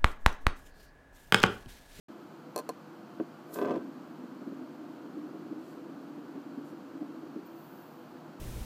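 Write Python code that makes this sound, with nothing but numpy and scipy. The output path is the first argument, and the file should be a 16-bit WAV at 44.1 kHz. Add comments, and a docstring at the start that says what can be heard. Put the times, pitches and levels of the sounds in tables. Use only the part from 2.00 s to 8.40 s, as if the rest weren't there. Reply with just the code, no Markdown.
"""A quiet room, a small microphone close to a wooden table. Fingers pick up a plastic spinning top:
its rim clacks on the wood, the tip is set down with a hollow tok, and a twist of the stem sends it
chattering off. The rolling tip keeps the table ringing in a low, uneven rumble until the fingers
brush the stem again. Far under it lie two faint sleeve swishes and the steady room tone."""
import sys
import numpy as np
from scipy import signal
from scipy.fft import rfft, irfft
from scipy.io import wavfile

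SR = 44100
rng = np.random.default_rng(int(sys.argv[2]) if len(sys.argv) > 2 else 0)


def wav_record(signal):
    """Record a signal, one row per channel, as 16-bit PCM in the file named by sys.argv[1]."""
    frames = np.transpose(np.atleast_2d(signal))
    bounded = np.clip(frames, -1, 1)
    # unit amplitude maps onto the largest positive 16-bit level
    quanta = np.round(bounded * 32767).astype(np.int16)
    wavfile.write(sys.argv[1], SR, quanta)


N = 282240
TIME = np.arange(N) / SR


def free_spin(wood, release_s=1.8, catch_s=5.44, turn_hz=14.0, wobble=0.22):
    """The tip rolls over the grain, pressing harder once a turn; ridges jolt it and swell the rumble."""
    # ridges under the tip: (time [s], relative force [dB])
    bumps = [(1.847, -28.5), (2.236, -27), (2.418, -25), (2.472, -26), (2.522, -22.5), (2.565, -36),
             (2.62, -29), (3.048, -31), (3.17, -25), (3.348, -24.5), (3.461, -25), (3.521, -27.5),
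             (3.582, -30.5), (3.885, -29), (4.178, -27), (4.356, -26), (4.576, -27), (4.725, -25.5),
             (4.97, -31), (5.022, -25), (5.145, -29.5), (5.361, -24.5)]
    # the top's bounce changes pitch as the tip wanders over the table: (time [s], pitch [Hz])
    bounce_pitch = [(1.8, 263), (2.1, 254), (2.9, 289), (3.2, 301), (3.6, 299), (3.9, 267), (4.2, 285),
                    (4.9, 280), (5.4, 299)]
    bounce_hz = np.interp(TIME, *np.transpose(bounce_pitch))
    load = 1 + wobble * np.sin(2 * np.pi * turn_hz * TIME)
    rolling = bounce(grains(per_s=700, spread_db=1.5) * load, bounce_hz, t60=0.051)
    spinning = undb(-47) * swell(release_s, rise_s=0.043, hold_s=catch_s - release_s, fall_s=0.05)
    ridges = sum(undb(db - 15) * swell(s, rise_s=0.022, hold_s=0, fall_s=0.099) for s, db in bumps)
    rumble = unit(through(rolling, wood)) * np.hypot(spinning, ridges)
    jolts = blows(*np.transpose(bumps), corner_hz=516)
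    return rumble - undb(-7.5) * bounce(jolts, bounce_hz, t60=0.08) + undb(-11) * through(jolts, wood)


def twist(wood, first_hop_hz=2480, last_hop_hz=460, scratch_db_per_decade=14):
    """The pressed tip hops and skids; the harder a hop lands, the more it scratches."""
    # landings of the tip: (time [s], relative force [dB])
    landings = [(1.559, -30.5), (1.5695, -37), (1.5875, -25), (1.615, -25.5), (1.625, -28), (1.648, -25),
                (1.6559, -26), (1.6743, -28.5), (1.684, -26), (1.695, -24.5), (1.7076, -19.5),
                (1.7160, -26), (1.7253, -31), (1.7386, -23), (1.753, -24.5), (1.7590, -20.5),
                (1.7759, -26.5)]
    # spectrum of the scratches: (frequency [Hz], relative level [dB])
    grit_colour = [(800, 4.5), (1900, 9), (2550, 2), (3300, 3.5), (5000, -2.5), (8000, -10), (15000, -37)]
    s, db = np.transpose(landings)
    # the hops land ever softer as the fingers let go
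    progress = (s - s[0]) / (s[-1] - s[0])
    corner_hz = first_hop_hz * (last_hop_hz / first_hop_hz) ** progress ** 1.56
    hops = blows(s, db, corner_hz)
    # each landing dents the wood with a short tick, and a soft low thump sounds with it
    knocks = through(hops, wood) + through(hops, ring(hz=[1050], t60=[0.007], db=[0]))
    thump = undb(-17) * through(hops, ring(hz=[122], t60=[0.15], db=[0]))
    pressure = undb(-35) * swell(1.608, rise_s=0.11, hold_s=0.097, fall_s=0.15)
    friction = soften(grains(per_s=1100, spread_db=1.5), corner_hz=1700)
    skid = unit(through(friction, wood)) * pressure
    scratch_db = db + scratch_db_per_decade * np.log10(corner_hz / first_hop_hz)
    scratches = bursts(blows(s, scratch_db, corner_hz), t60=0.043)
    return knocks + thump + skid + colour(scratches, grit_colour) * undb(-72.5)


def rim_clacks(wood):
    """Hard plastic on wood: the table thuds, the disc pings and its edge cracks briefly."""
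    # the rim drops and bounces: (time [s], relative thud [dB], relative disc ring [dB])
    clacks = [(0.5612, -26, -26), (.5778, -30, -30), (0.5883, -28.5, -33), (0.595, -59, -39),
              (0.6, -38, -43), (.6910, -26.5, -31), (.6950, -34, -38)]
    # modes of the plastic disc: (frequency [Hz], t60 [s], relative level [dB])
    disc_modes = [(4225, 0.02, -1.5), (4370, 0.014, -3), (4670, 0.022, -12.5), (5850, .007, -1.5),
                  (6320, 0.01, -7), (6800, 0.012, -12), (7630, 0.013, -7), (8150, 0.0075, -13),
                  (8960, 0.015, -7), (9430, 0.016, -8), (11200, 0.0062, -1.5), (12100, 0.0067, -13),
                  (12800, .006, -4), (14400, 0.0058, -6)]
    s, thud_db, disc_db = np.transpose(clacks)
    thud = through(blows(s, thud_db, corner_hz=4180), wood)
    edge = blows(s, disc_db, corner_hz=30000)
    ping = through(edge, ring(*np.transpose(disc_modes)))
    crack = bursts(edge, t60=0.046)
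    return undb(-1) * thud + undb(2) * ping + undb(-19) * crack


def set_down(wood):
    """The tip lands with a hollow tok: the wood rings and the top rocks on its point."""
    # the tip touches and settles: (time [s], relative force [dB], contact corner [Hz])
    touches = [(1.1988, -16, 1220), (1.211, -21, 400)]
    push = blows(*np.transpose(touches))
    return undb(-8.5) * (through(push, wood) - bounce(push, hz=335, t60=0.12))


def table_top():
    """Responses under rim and tip: the wood flexes at once, then waves from its edges build the modes."""
    # modes of the board: (frequency [Hz], t60 [s], relative level under rim [dB], under tip [dB])
    board_modes = [(174, 0.114, -28, -15), (256, 0.128, -12, -6), (286, 0.156, -18, -6),
                   (323, 0.126, -6, -1), (348, 0.059, -16, 0), (411, 0.095, -12, -4), (463, 0.072, -1, -3),
                   (516, 0.06, -6, -4), (622, 0.051, 0, -3), (666, 0.047, -2, -5), (715, 0.057, -6, -7),
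                   (926, 0.077, -12, -12), (1027, 0.069, -4, -11), (1100, 0.035, -8, -11),
                   (1177, 0.094, -18, -14), (1287, 0.036, -17, -12), (1543, 0.058, -17, -10),
                   (1720, 0.048, -17, -17), (1952, 0.032, -23, -14), (2581, 0.026, -13, -10),
                   (2934, 0.014, -16, -10), (3417, 0.014, -22, -9)]
    hz, t60, rim_db, tip_db = np.transpose(board_modes)
    under_rim = ring(hz, t60, rim_db) + undb(2) * ring(hz=[600], t60=[0.008], db=[0])
    under_tip = ring(hz, t60, tip_db) - undb(-3) * ring(hz=[430], t60=[0.014], db=[0])
    return under_rim, under_tip


def fingers(squeak_s=5.47):
    """Skin ridges catch on the turning stem in a fine hiss, with a thin squeak as the braking starts."""
    # skin twisting the stem and flicking off it: (frequency [Hz], relative level [dB])
    rub_colour = [(2000, -25), (4000, -2), (6000, -2.5), (8000, -1), (9800, -4), (11300, 3), (13200, -3),
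                  (14400, 6), (15500, -5)]
    # fingertips lightly braking the stem: (frequency [Hz], relative level [dB])
    brush_colour = [(4000, -30), (7500, -16), (10000, -20), (11200, -6), (12400, -4), (13400, -4),
                    (14500, 3), (15500, -1)]
    slide = undb(-53) * swell(1.561, rise_s=0.073, hold_s=0, fall_s=0.11)
    flick = undb(-45) * swell(1.544, rise_s=0.014, hold_s=0, fall_s=0.0098)
    braking = undb(-63) * swell(5.59, rise_s=0.22, hold_s=0.23, fall_s=0.49)
    rub = colour(grains(per_s=14000, spread_db=0), rub_colour) * (slide + flick)
    brush = colour(grains(per_s=16000, spread_db=2), brush_colour) * braking
    touch = np.exp(-((TIME - squeak_s) / 0.014) ** 2)
    squeak = through(grains(per_s=9000, spread_db=1.5), ring(hz=[14350], t60=[0.006], db=[0]))
    return rub + brush + undb(-64) * unit(squeak) * touch


def sleeve():
    """Cloth fibres slide over each other in a soft, high swish."""
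    # the arm draws back and returns: (time [s], half-width [s], level [dB])
    swishes = [(3.69, 0.09, -71), (4.68, .04, -70)]
    # spectrum of the cloth: (frequency [Hz], relative level [dB])
    cloth_colour = [(2500, -12), (5000, -2), (7500, 2.5), (10000, -4), (12000, 2), (15000, -5)]
    motion = sum(undb(db) * np.exp(-((TIME - s) / width) ** 2) for s, width, db in swishes)
    return colour(grains(per_s=12000, spread_db=3), cloth_colour) * motion


def room_tone():
    """Steady low air noise with a few room resonances, and a faint hiss above it."""
    # spectra of the low air and of the hiss: (frequency [Hz], relative level [dB])
    low_colour = [(50, -47), (75, -52), (105, -12), (150, -7), (210, 0.5), (300, 1), (360, 0), (410, -8.5),
                  (600, -11), (850, -10), (1200, -11.5), (1500, -14), (1850, -25), (2600, -43.5)]
    hiss_colour = [(1200, -5.5), (1800, -2.5), (2350, -1.5), (3200, -2.5), (3600, -7.5), (4400, -4),
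                   (5300, -10.5), (7500, -14), (10000, -27.5), (12000, -19), (15000, -16)]
    # room resonances: (frequency [Hz], t60 [s], relative level [dB])
    room_modes = [(154.5, 0.37, -5), (232, 0.11, -2), (332.8, 0.33, 0.5), (493.6, 0.31, -5),
                  (611.6, 0.1, -2.5), (708.5, 0.31, -8)]
    low = colour(rng.standard_normal(N), low_colour) * undb(-50)
    drone = unit(through(rng.standard_normal(N), ring(*np.transpose(room_modes)))) * undb(-54.5)
    hiss = colour(rng.standard_normal(N), hiss_colour) * undb(-65.5)
    return low + drone + hiss


def bounce(force, hz, t60):
    """The top's weight rocks on its springy point; the pitch may drift."""
    turn = np.exp(2j * np.pi * np.cumsum(hz * np.ones(N)) / SR)
    decay = np.exp(-np.log(1000) / t60 / SR)
    return np.imag(turn * signal.lfilter([1], [1, -decay], force / turn))


def blows(times, db, corner_hz):
    """One short push for each blow; a lower corner is a longer push."""
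    out, t = np.zeros(N), TIME[:SR // 100]
    for s, level, hz in np.broadcast(times, db, corner_hz):
        push = t * np.exp(-2 * np.pi * hz * t)
        start = int(s * SR)
        out[start:start + len(t)] += undb(level) * push / push.sum()
    return out


def ring(hz, t60, db):
    """Impulse response of decaying modes, neighbours swinging in opposite senses; peak 1."""
    t = TIME[:SR // 2]
    out = sum((-1) ** k * undb(level - 60 * t / life) * np.sin(2 * np.pi * f * t)
              for k, (f, life, level) in enumerate(zip(hz, t60, db)))
    return out / np.abs(out).max()


def grains(per_s, spread_db):
    """Random tiny catches of uneven size; rms 1."""
    hit = rng.random(N) < per_s / SR
    sign = rng.choice([-1, 1], N)
    size = undb(spread_db * np.minimum(rng.exponential(size=N), 3))
    return unit(hit * sign * size)


def bursts(push, t60):
    """Each push frees a short puff of fresh noise."""
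    decay = np.exp(-np.log(1000) * TIME[:SR // 4] / t60)
    return through(np.abs(push), decay) * rng.standard_normal(N)


def swell(at_s, rise_s, hold_s, fall_s):
    """Gain that reaches 1 at a time, holds and dies; rise and fall are the times for 20 dB."""
    before = np.maximum(at_s - TIME, 0)
    after = np.maximum(TIME - at_s - hold_s, 0)
    return undb(-20 * (before / rise_s + after / fall_s))


def soften(x, corner_hz):
    """Drop the treble, as a soft contact does."""
    return signal.sosfilt(signal.butter(2, corner_hz, fs=SR, output="sos"), x)


def colour(x, points):
    """Shape a sound with a spectrum of (frequency [Hz], level [dB]) points; rms 1."""
    hz, db = np.transpose(points)
    f = np.maximum(np.fft.rfftfreq(N, 1 / SR), 1)
    gain = undb(np.interp(np.log(f), np.log(hz), db))
    return unit(irfft(rfft(x) * gain, N))


def through(x, response):
    """Convolve with an impulse response."""
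    return signal.fftconvolve(x, response)[:N]


def undb(db):
    """Decibels to gain."""
    return 10 ** (np.asarray(db) / 20)


def unit(x):
    """Scale to rms 1."""
    return x / np.sqrt(np.mean(x ** 2))


def room_tail(t60, corner_hz):
    """The room's diffuse, dying echo; unit energy."""
    t = TIME[:SR // 2]
    out = soften(rng.standard_normal(len(t)), corner_hz) * np.exp(-np.log(1000) * t / t60)
    return out / np.sqrt(np.sum(out ** 2))


def scene():
    """The top and the hand close up, with a little echo and the room tone behind them; mono."""
    under_rim, under_tip = table_top()
    contacts = rim_clacks(under_rim) + set_down(under_tip) + twist(under_tip) + free_spin(under_tip)
    # a board open on both sides radiates little bass
    radiated = signal.sosfilt(signal.butter(3, 170, "high", fs=SR, output="sos"), contacts)
    near = radiated + fingers() + sleeve()
    echo = through(near, room_tail(t60=0.18, corner_hz=8000)) * undb(-20)
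    return (near + echo + room_tone())[None]


def record(dry, open_s=0.083, low_cut_hz=95, high_cut_hz=15300):
    """The small microphone opens after a moment, thins the bass and cuts the highest treble."""
    opened = dry * np.clip((TIME - open_s) / 0.0023, undb(-59), 1)
    thin = signal.sosfilt(signal.butter(2, low_cut_hz, "high", fs=SR, output="sos"), opened)
    return signal.sosfilt(signal.ellip(10, 0.2, 70, high_cut_hz, fs=SR, output="sos"), thin)


dry = scene()
out = record(dry)
wav_record(out)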